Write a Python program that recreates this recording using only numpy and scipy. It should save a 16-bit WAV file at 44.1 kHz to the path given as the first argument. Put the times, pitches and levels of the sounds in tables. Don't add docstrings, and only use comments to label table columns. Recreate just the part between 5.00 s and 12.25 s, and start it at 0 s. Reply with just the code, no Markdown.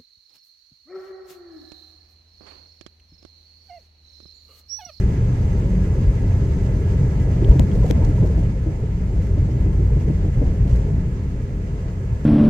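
import sys
import numpy as np
from scipy import signal
from scipy.fft import rfft, irfft, next_fast_len
from scipy.io import wavfile
from scipy.ndimage import uniform_filter1d

SR = 44100
rng = np.random.default_rng(int(sys.argv[2]) if len(sys.argv) > 2 else 0)


def wav_out(sig):
    wavfile.write(sys.argv[1], SR, np.round(np.clip(np.atleast_2d(sig).T, -1, 1) * 32767).astype(np.int16))


def boost_factor(decibels):
    exponent = np.asarray(decibels, float) / 20
    return 10 ** exponent


N = 319706
SIZE = next_fast_len(N)
HZ = np.maximum(np.arange(SIZE // 2 + 1) * SR / SIZE, 1)
T = np.arange(N) / SR

# frequency in [Hz], density in [dB per Hz].
ROAD_COLOUR = [(7.1, -48.5), (12, -9), (44, 9), (102, -1), (182, -10), (220, -17.5), (311, -20.5),
               (350, -23), (400, -23), (524, -25), (566, -29.5), (648, -31), (741, -37), (916, -33),
               (1200, -56.5), (1560, -81.5), (2640, -120)]
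# frequency in [Hz], density in [dB per Hz].
AIR_COLOUR = [(590, -42.5), (1000, 4.5), (1170, -5), (1290, 0), (1530, -6.5), (1680, -4.5), (1820, -7),
              (2040, -6), (3620, -16), (5790, -17), (6420, -15.5), (8950, -29.5), (11300, -33.5),
              (15500, -37.5)]
# pitch in [Hz], width in [Hz], lift in [dB].
CABIN_MODES = [(28, 7.9, 2.5), (51, 26, 8), (88.3, 13.7, 9), (120.4, 22, 7), (183, 15, 4), (401.3, 39, 5.5),
               (1015, 120, 2.5), (1672, 81, 4), (1982, 41, 3.5), (2070, 160, 3), (4380, 120, 1),
               (6500, 230, 2), (7460, 150, 5), (10300, 170, 5), (13600, 1100, 5.5), (15000, 1300, 6.5)]
# frequency in [Hz], likeness in [0-1].
PORT_LIKENESS = [(60, 1), (130, 0.99), (290, 0.96), (640, 0.77), (1410, 0.22), (3100, 0.1), (6820, 0),
                 (15000, 0.02)]
# frequency in [Hz], left minus right in [dB].
PORT_LEAN = [(60, 1), (110, -0.4), (200, 0.5), (380, 0), (700, -2), (1290, 0), (2380, -7), (4400, -0.5),
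             (8120, -5), (15000, 1)]
# frequency in [Hz], phase lead in [radians].
PORT_LEAD = [(30, 0.15), (150, 0.05), (600, 0.0), (950, 2), (1210, 2), (1980, 7.5), (2500, 7.5), (4570, 0),
             (5510, -2), (7060, -4.5), (9910, -24.5), (10400, -14.5), (10900, -15), (12900, -26.5),
             (15200, -22.5)]
# time in [s], level in [dB].
ROUGHNESS = [(0, 0.5), (2.3, 1), (2.45, 4), (3.45, 3), (3.58, -2.5), (4.05, 0.5), (4.6, 1.5), (5.7, 1),
             (6.0, 2), (6.2, -3), (7.25, -4.5)]
# time in [s], level in [dB].
RUSH_LEVEL = [
    (0, 1),
    (.3, -0.5),
    (3.05, 0.5),
    (3.51, -2.5),
    (3.8, -4),
    (4.4, -3),
    (5.73, -2),
    (6.14, -4),
    (7.25, -3.5),
]
# centre in [Hz], level in [dB], share of coarseness, share of rush.
BODY_PARTS = [
    (50, -23, 0.96, .01),
    (100, -23.5, 0.7, 0.9),
    (175, -27.5, 1, 0.36),
    (400, -32.5, 0.37, 1),
]
# time in [s], swell in [dB], pitch where the body answers in [Hz].
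WHEEL_BUMPS = [(.05, 5.5, 50), (.24, 6.5, 67), (.40, -2, 45), (.79, 4.5, 175), (1.01, 6.5, 175),
               (1.09, 8.5, 50), (1.282, 6.5, 60), (1.48, -1, 50), (1.62, 0, 50), (1.7, 3.5, 100),
               (1.78, 5, 50), (1.95, 6, 100), (2.02, 9, 158), (2.3, 4.5, 150), (2.5, 16.5, 57.6),
               (2.61, 3, 141), (2.2, 4.5, 140), (2.69, -24, 65.6), (2.8, 7.5, 50), (2.0, 1, 140),
               (3.2, 2, 190), (3.06, 6.5, 50), (3.229, 5.5, 128), (3.39, 4.5, 65), (2.53, 3.5, 453),
               (3.03, 4.5, 450), (3.24, 6.5, 450), (3.671, 5, 113), (3.78, -14, 130), (6.15, 1, 140),
               (6.78, -12, 100), (6.94, -6, 50), (7.13, 12, 105)]
# time in [s], swell in [dB], pitch where the body answers in [Hz].
PAVING_SEAMS = [(4.18, 10.5, 77.6), (4.33, 3.5, 60), (4.43, 8, 100), (4.6, 5, 60), (4.68, 5, 80),
                (4.82, 5, 85.4), (4.96, 11, 79), (5.1, 6, 61.5), (5.11, 11.5, 175), (5.25, 7.5, 55),
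                (5.39, 16, 66), (5.479, 17, 74), (5.62, 15.5, 68), (5.73, 9, 55), (5.94, 6.5, 151),
                (4.9, -0.5, 139), (4.5, -2, 150), (5.33, -7.5, 400), (5.449, 3.5, 400), (5.7, 1.5, 400),
                (4.28, -4, 100)]
# time in [s], pitch in [Hz], length in [s], peak in [dB].
MODE_RINGS = [(0.217, 119.5, 0.18, -17), (0.198, 57.1, 0.11, -21.5), (0.413, 85.2, 0.094, -19.5),
              (.75, 47.8, 0.17, -21), (0.747, 183, 0.086, -24), (1.076, 94.9, 0.06, -20),
              (1.316, 94, 0.063, -14.5), (1.298, 121.8, .1, -18), (1.896, 92.1, 0.11, -18),
              (2.097, 120.8, 0.13, -23), (2.417, 122, 0.079, -19), (2.592, 133.4, 0.076, -19),
              (3.056, 95, 0.088, -19.5), (3.222, 119.1, 0.067, -15.5), (3.673, 121, .06, -19.5),
              (1.55, 100, 0.09, -22.5), (3.447, 100, 0.066, -22), (4.2, 91.7, 0.054, -22),
              (4.397, 94, 0.097, -18.5), (4.62, 100, .06, -23), (4.952, 121.1, 0.083, -21),
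              (4.695, 187.8, .1, -27), (4.82, 93.1, 0.066, -18), (4.85, 55.16, 0.24, -16.5),
              (5.097, 56.1, .07, -16), (5.7, 120, 0.092, -19), (5.75, 57, 0.066, -17.5),
              (6.0, 158, 0.08, -25), (7.103, 90.76, 0.11, -20)]
# time in [s], peak in
# [dB], pitch in [Hz], left minus right in [dB], ring t60 in [s].
PANEL_KNOCKS = [(2.422, -11, 338, 0, 0.059), (2.596, 0.5, 218, 13.5, 0.03), (2.696, -20, 295, 2, 0.092),
                (2.751, -11, 454, 2, 0.039), (2.842, -11, 482, -3, 0.056), (2.907, -13, 292, 17, 0.062),
                (2.961, -15.5, 227, 0, 0.1), (3.072, -15.5, 300, 1.5, 0.074), (3.153, -19, 264, 2, 0.023),
                (3.375, -19, 303, 3, 0.15), (3.662, -18.5, 317, 1, 0.17), (3.834, -21.5, 426, 1, 0.085),
                (4.373, -16, 294, -2, 0.096), (4.445, -20, 243, -5, 0.052), (4.485, -23, 293, -1, 0.11),
                (4.657, -19, 307, 3.5, 0.15), (4.791, -25.5, 355, 4, 0.31), (4.922, -24, 418, -2, 0.1),
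                (4.971, -16.5, 306, 5, 0.061), (5.084, -16.5, 234, 3, 0.054), (5.244, -19, 304.5, 3, 0.11),
                (5.415, -8.5, 270, 1.5, 0.065), (5.663, -23.5, 247, 1, 0.2), (5.883, -20.5, 411, 1, 0.077),
                (2.446, -14.5, 400, 3, 0.062), (2.519, -26, 950, 0, 0.051), (2.83, -26.5, 970, 0, 0.044),
             (2.857, -21, 740, 2, .04), (3.021, -30, 932, 0, 0.071), (3.18, -26, 940, 0, 0.042),
             (2.485, -16.5, 570, -1, 0.04), (2.556, -10.5, 303, 2, 0.063), (2.762, -21, 600, -2, 0.037),
             (2.903, -4, 450, -1, 0.026), (2.989, -18, 520, -2, 0.053), (3.02, -18, 326, 0, 0.05),
             (3.092, -13, 302, -1, 0.061), (3.155, -20.5, 434, 3, 0.051), (3.205, -19.5, 530, -4, 0.056),
             (3.245, -24, 620, -3, 0.055), (3.299, -18, 458, -1, 0.076), (3.426, -27, 547, -4, 0.054),
             (3.462, -23, 302, 2, 0.056), (4.114, -34, 437, -1, 0.038), (4.163, -31, 545, 3, 0.044),
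             (4.198, -22, 484, 0, 0.046), (4.239, -28, 400, -1, 0.055), (4.718, -28, 450, -4, 0.04),
             (4.964, -19, 402, 2, 0.083), (5.076, -19, 424, -4, 0.073), (5.099, -13.5, 310, 4, 0.055),
             (5.426, -15, 467, 2, 0.035), (4.488, -20, 446, -1, 0.036), (4.792, -25, 420, 0, 0.055),
             (4.918, -20, 480, 0, .04), (5.503, -25.5, 438, -2, 0.1), (5.701, -26, 428, -4, 0.073),
             (5.782, -20.5, 400, -2, .06), (6.563, -38, 523, -2, 0.038), (6.798, -31, 458, 3, 0.036)]
# time in [s], mean level over 9 ms in [dB], pitch in [Hz], lift at the pitch in
# [dB], left minus right in [dB].
PLASTIC_TICKS = [(2.4445, -40.5, 3150, 14, 4.5), (2.5114, -46, 3300, 4, 0), (2.7149, -46, 3160, 15, 1),
                 (2.7517, -51.5, 3600, 6, -3), (2.76, -53, 9000, 0, -4), (2.5, -54, 11000, 3, 1),
                 (2.8356, -51.5, 4500, 6, -5.5), (2.856, -52, 7000, 1, 2), (2.864, -48, 6800, 5, 0),
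                 (2.879, -50, 8000, 0, -1), (2.888, -49.5, 4000, -1, -1.5), (2.897, -45, 6800, 8, 3),
                 (2.904, -43.5, 6800, 11, 6), (3.026, -52.5, 2320, 8, 0), (3.0456, -48.5, 6000, 12, -5.5),
                 (3.099, -58.5, 9000, 1, -4.5), (3.1554, -55.5, 13000, 0, -1), (3.17, -57.5, 14000, 4, 1),
                 (3.2613, -54, 13000, 3, -0.5), (3.268, -56.5, 8000, 1, 1), (3.21, -50, 2000, 3, -1),
                 (3.23, -51, 2000, 3.5, -1), (3.4, -57, 5000, 0, -7), (4.218, -51, 8000, 2, -1),
                 (4.226, -58.5, 12000, 1, -2), (4.269, -51, 12000, 2.5, -3.5), (4.603, -54.5, 13100, 5, -6),
                 (4.7293, -56.5, 6040, 3.5, -1.5), (4.9484, -57.5, 12000, 4, -3.5),
                 (5.5742, -58.5, 2800, 5, -7), (5.677, -49, 4000, 1.5, 0.5), (5.694, -54, 3000, 2, -0.5),
                 (5.711, -51.5, 4500, 2, 1), (5.735, -53.5, 4000, 1, -3), (5.764, -52.5, 4500, 1, -2.5),
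                 (5.79, -59, 11900, 3, -4.5)]
# time in [s], length in
# [s], level in [dB].
TRIM_RATTLES = [(.004, .008, -41), (1.3, .05, -59), (2.5, .02, -53), (2.545, .03, -54), (2.755, .012, -58),
                (2.865, .022, -50.5), (2.9, .012, -51), (3.022, .012, -55), (3.048, .006, -52),
                (3.1, .01, -58), (3.18, .03, -56), (3.265, .015, -52), (3.31, .02, -57), (3.4, .035, -56),
                (4.24, .04, -59), (5, .045, -59), (5.084, .02, -59), (5.438, .014, -57), (5.7, .03, -54.5),
                (5.77, .025, -55), (7.249, .005, -42)]
# time in [s], left minus right in [dB].
DASH_SNAPS = [
    (2.5947, 13.5),
    (2.9094, 13.5),
]
# low edge in [Hz], high edge in [Hz], peak delay in [s], length in [s],
# first snap in [dB], second snap in [dB].
SNAP_PEEL = [(650, 1200, .001, .0012, -36, -38), (1200, 2000, .001, .0008, -37, -39),
             (2000, 2600, .0009, .0007, -41, -39), (2600, 3400, .0007, .0006, -43, -40),
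             (3400, 4400, .0005, .0006, -45, -44), (4400, 5700, .001, .0006, -48, -46),
             (5700, 7500, .0016, .0005, -40, -36), (7500, 9700, .0021, .0005, -52, -52),
             (9700, 12500, .0023, .0004, -52, -49), (12500, 15700, .0024, .0004, -49, -52)]
# pitch in [Hz], width in [Hz], level against the hiss in [dB].
SLAT_WHISTLES = [(6270, 27, -24), (1652, 16, -17), (1988, 12, -21), (4760, 27, -29.5), (9629, 14, -41.5)]
# time in [s], level in [dB].
SLAT_SINGING = [
    (0, 6.5),
    (1.3, 5),
    (2.5, 4),
    (2.9, -11),
    (4, -6),
    (6, -9.5),
    (7.25, 0),
]
# time in [s], pitch in [Hz], length in [s], level in [dB].
BRAKE_SQUEAK = (2.32, 10850, .03, -70)


def read(table):
    hz, value = np.transpose(table)
    return np.interp(np.log(HZ), np.log(hz), value)


def between(lo_hz, hi_hz):
    return 1 / np.sqrt((1 + (lo_hz / HZ) ** 16) * (1 + (HZ / hi_hz) ** 16))


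def walk(rate):
    hold = int(SR / rate)
    levels = np.repeat(rng.standard_normal(N // hold + 1), hold)
    return 1.84 * uniform_filter1d(uniform_filter1d(levels, hold), hold)[:N]


def pan_gain_db(pan_db):
    return np.array([[pan_db], [-pan_db]]) / 2


def cabin_field():
    common, *own = rfft(rng.standard_normal((3, SIZE)))
    alike = np.clip(read(PORT_LIKENESS), 0.18, .999)
    lift_db = sum(db / (1 + (2 * (HZ - hz) / width) ** 2) for hz, width, db in CABIN_MODES)
    sign = np.array([[1], [-1]])
    shared = np.sqrt(alike) * common * np.exp(.5j * sign * read(PORT_LEAD))
    ports = shared + np.sqrt(1 - alike) * np.array(own)
    return ports * boost_factor(lift_db + sign * read(PORT_LEAN) / 2)


def flutter(spectra, lo_hz, hi_hz, shake_db, flicker_db, rate):
    out = 0
    shake = shake_db * walk(rate)
    spectra = spectra * between(lo_hz, hi_hz)
    for step in np.arange(np.floor(2 * np.log2(lo_hz)), 2 * np.log2(hi_hz) + 1):
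        band = np.cos(np.pi / 2 * np.clip(2 * np.log2(HZ) - step, -1, 1)) ** 2
        sound = irfft(spectra * band, SIZE)[:, :N]
        out = out + sound * boost_factor(shake + flicker_db * walk(rate))
    return out


def follow(x, level_db, steady):
    span = SR // 16
    power = uniform_filter1d(uniform_filter1d(x.mean(axis=0) ** 2, span), span)
    x = x / np.maximum(power, .05 * power.mean()) ** (steady / 2)
    return x * boost_factor(level_db) / np.std(x.mean(axis=0))


def place_burst(burst, db, pan_db):
    level = np.sqrt((burst.mean(axis=0) ** 2).sum() / (.009 * SR))
    return burst / level * boost_factor(db - 3 + pan_gain_db(pan_db) - abs(pan_db) / 8)


def squeak():
    s, hz, length, db = BRAKE_SQUEAK
    return boost_factor(db) * np.exp(-((T - s) / length) ** 2) * np.sin(2 * np.pi * hz * T)


def vent(hiss_db, fizz_db):
    spectra = cabin_field() * boost_factor(read(AIR_COLOUR))
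    hiss = flutter(spectra, 1100, 8500, shake_db=.6, flicker_db=.6, rate=40)
    fizz = flutter(spectra, 8500, 16000, shake_db=.8, flicker_db=.6, rate=40)
    return follow(hiss, hiss_db, steady=.4) + follow(fizz, hiss_db + fizz_db, steady=.4)


def whistles(hiss_db):
    shape = sum(boost_factor(db) / np.sqrt(width) / (1 + (2 * (HZ - hz) / width) ** 2)
                for hz, width, db in SLAT_WHISTLES)
    noise = rfft(rng.standard_normal((3, SIZE)))
    song = irfft((noise[0] + noise[1:]) * shape, SIZE)[:, :N] * np.sqrt(SR / np.pi)
    return song * boost_factor(hiss_db + np.interp(T, *np.transpose(SLAT_SINGING)))


def rattles():
    t = T[::32]
    swell = sum(boost_factor(db) * np.exp(-((t - s) / length) ** 2) for s, length, db in TRIM_RATTLES)
    grains = rng.standard_normal((2, N)) * boost_factor(3.5 * walk(300))
    colour = boost_factor(read(AIR_COLOUR)) * np.clip(HZ / 3000, 0, 5) ** .85
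    grains = irfft(rfft(grains, SIZE) * colour, SIZE)[:, :N]
    return np.interp(T, t, swell) * grains / np.std(grains)


def ticks():
    out, t = np.zeros((2, N + SR)), T[:1024]
    bins_hz = np.maximum(np.arange(513) * SR / len(t), 1)
    fall = (1 - np.exp(-t / .0004)) * np.exp(-t / .005)
    lead_in = 100
    for s, db, hz, lift_db, pan_db in PLASTIC_TICKS:
        noise = rng.standard_normal((4, len(t)))
        crackle = (noise[0] + 1.2 * noise[1:3]) * fall * boost_factor(1.5 * noise[3])
        colour = bins_hz ** -.9 / (1 + (1200 / bins_hz) ** 4)
        colour = colour / np.sqrt(1 + (bins_hz / hz / 2.2) ** 4)
        colour = colour * boost_factor(lift_db / (1 + (6 * np.log(bins_hz / hz)) ** 2))
        burst = irfft(rfft(np.roll(crackle, lead_in, axis=1)) * colour)
        i = int(s * SR) - lead_in
        out[:, i:i + len(t)] += place_burst(burst, db, pan_db)
    return out[:, :N]


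def snaps():
    out, t = np.zeros((2, N)), T[:600]
    for k, (s, pan_db) in enumerate(DASH_SNAPS):
        i = int((s - .003) * SR)
        for lo_hz, hi_hz, peak, length, *dbs in SNAP_PEEL:
            noise = rng.standard_normal((3, len(t)))
            late = t - .003 - peak + 1 / (hi_hz - lo_hz) / 2
            crack = 6 * (np.abs(late) < .6 / SR)
            burst = (noise[0] + .7 * noise[1:] + crack) * np.exp(-(late / length) ** 2)
            band = signal.butter(2, [lo_hz, hi_hz], "band", fs=SR, output="sos")
            out[:, i:i + len(t)] += place_burst(signal.sosfilt(band, burst), dbs[k], pan_db)
    return out


def knocks():
    out, t = np.zeros((2, N + SR)), T[:SR // 4]
    dull = signal.butter(4, [160, 640], "band", fs=SR, output="sos")
    push = 1 - np.exp(-(t / 0.0038) ** 2)
    for s, db, hz, pan_db, t60 in PANEL_KNOCKS:
        fall = push * np.exp(-np.log(1000) * t / max(t60, .01))
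        scatter = signal.sosfilt(dull, fall * rng.standard_normal((2, len(t))))
        hit = fall * np.sin(2 * np.pi * hz * t) + boost_factor(6) * scatter
        i = int((s - .002) * SR)
        out[:, i:i + len(t)] += hit * boost_factor(db - 0.14 + pan_gain_db(pan_db))
    return out[:, :N]


def rings():
    s, hz, length, db = np.transpose(MODE_RINGS)[:, :, None]
    t = T[::32]
    swell = boost_factor(db) * np.exp(-((t - s) / length) ** 2)
    tone = swell * np.sin(2 * np.pi * (hz * t + rng.random((len(s), 1))))
    return signal.resample(tone.sum(axis=0), 32 * len(t))[:N]


def ride(rough_db, rush_db):
    bump_s, rebound, reach_oct = .03, .35, .6
    s, db, bump_hz = np.transpose(WHEEL_BUMPS + PAVING_SEAMS)[:, :, None]
    t = T[::64]
    u = ((t - s) / bump_s) ** 2
    swell = db * (np.exp(-u) * (1 + rebound) - rebound * np.exp(-u / 6))
    levels = []
    for part_hz, level_db, coarse, fast in BODY_PARTS:
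        answer = np.exp(-(np.log2(bump_hz / part_hz) / reach_oct) ** 2)
        bumps_db = np.interp(T, t, (swell * answer).sum(axis=0))
        levels.append(level_db + coarse * rough_db + fast * rush_db + bumps_db)
    return levels


def road(boom_db, floor_db, tyre_db, drone_db):
    spectra = cabin_field() * boost_factor(read(ROAD_COLOUR))
    out = 0
    for lo_hz, hi_hz, db in ((10, 75, boom_db), (75, 140, floor_db), (140, 215, tyre_db)):
        part = irfft(spectra * between(lo_hz, hi_hz), SIZE)[:, :N]
        out = out + follow(part, db, steady=0.72)
    drone = flutter(spectra, 232.6, 1500, shake_db=0.0, flicker_db=0.98, rate=12)
    return out + follow(drone, drone_db, steady=0.057)


def scene():
    rough_db = np.interp(T, *np.transpose(ROUGHNESS))
    rush_db = np.interp(T, *np.transpose(RUSH_LEVEL))
    hiss_db = -49
    fizz_db = -19.5 + 0.26 * rough_db
    air = vent(hiss_db + rush_db, fizz_db) + whistles(hiss_db)
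    plastic = rattles() + ticks() + snaps()
    body = knocks() + rings() + road(*ride(rough_db, rush_db))
    return squeak() + air + plastic + body


def low_pass(x):
    return signal.sosfilt(signal.butter(12, 15784, fs=SR, output="sos"), x)


def record(dry):
    mix = np.tanh(0.66 * dry) / 0.72
    return low_pass(mix)


dry = scene()
out = record(dry)
wav_out(out)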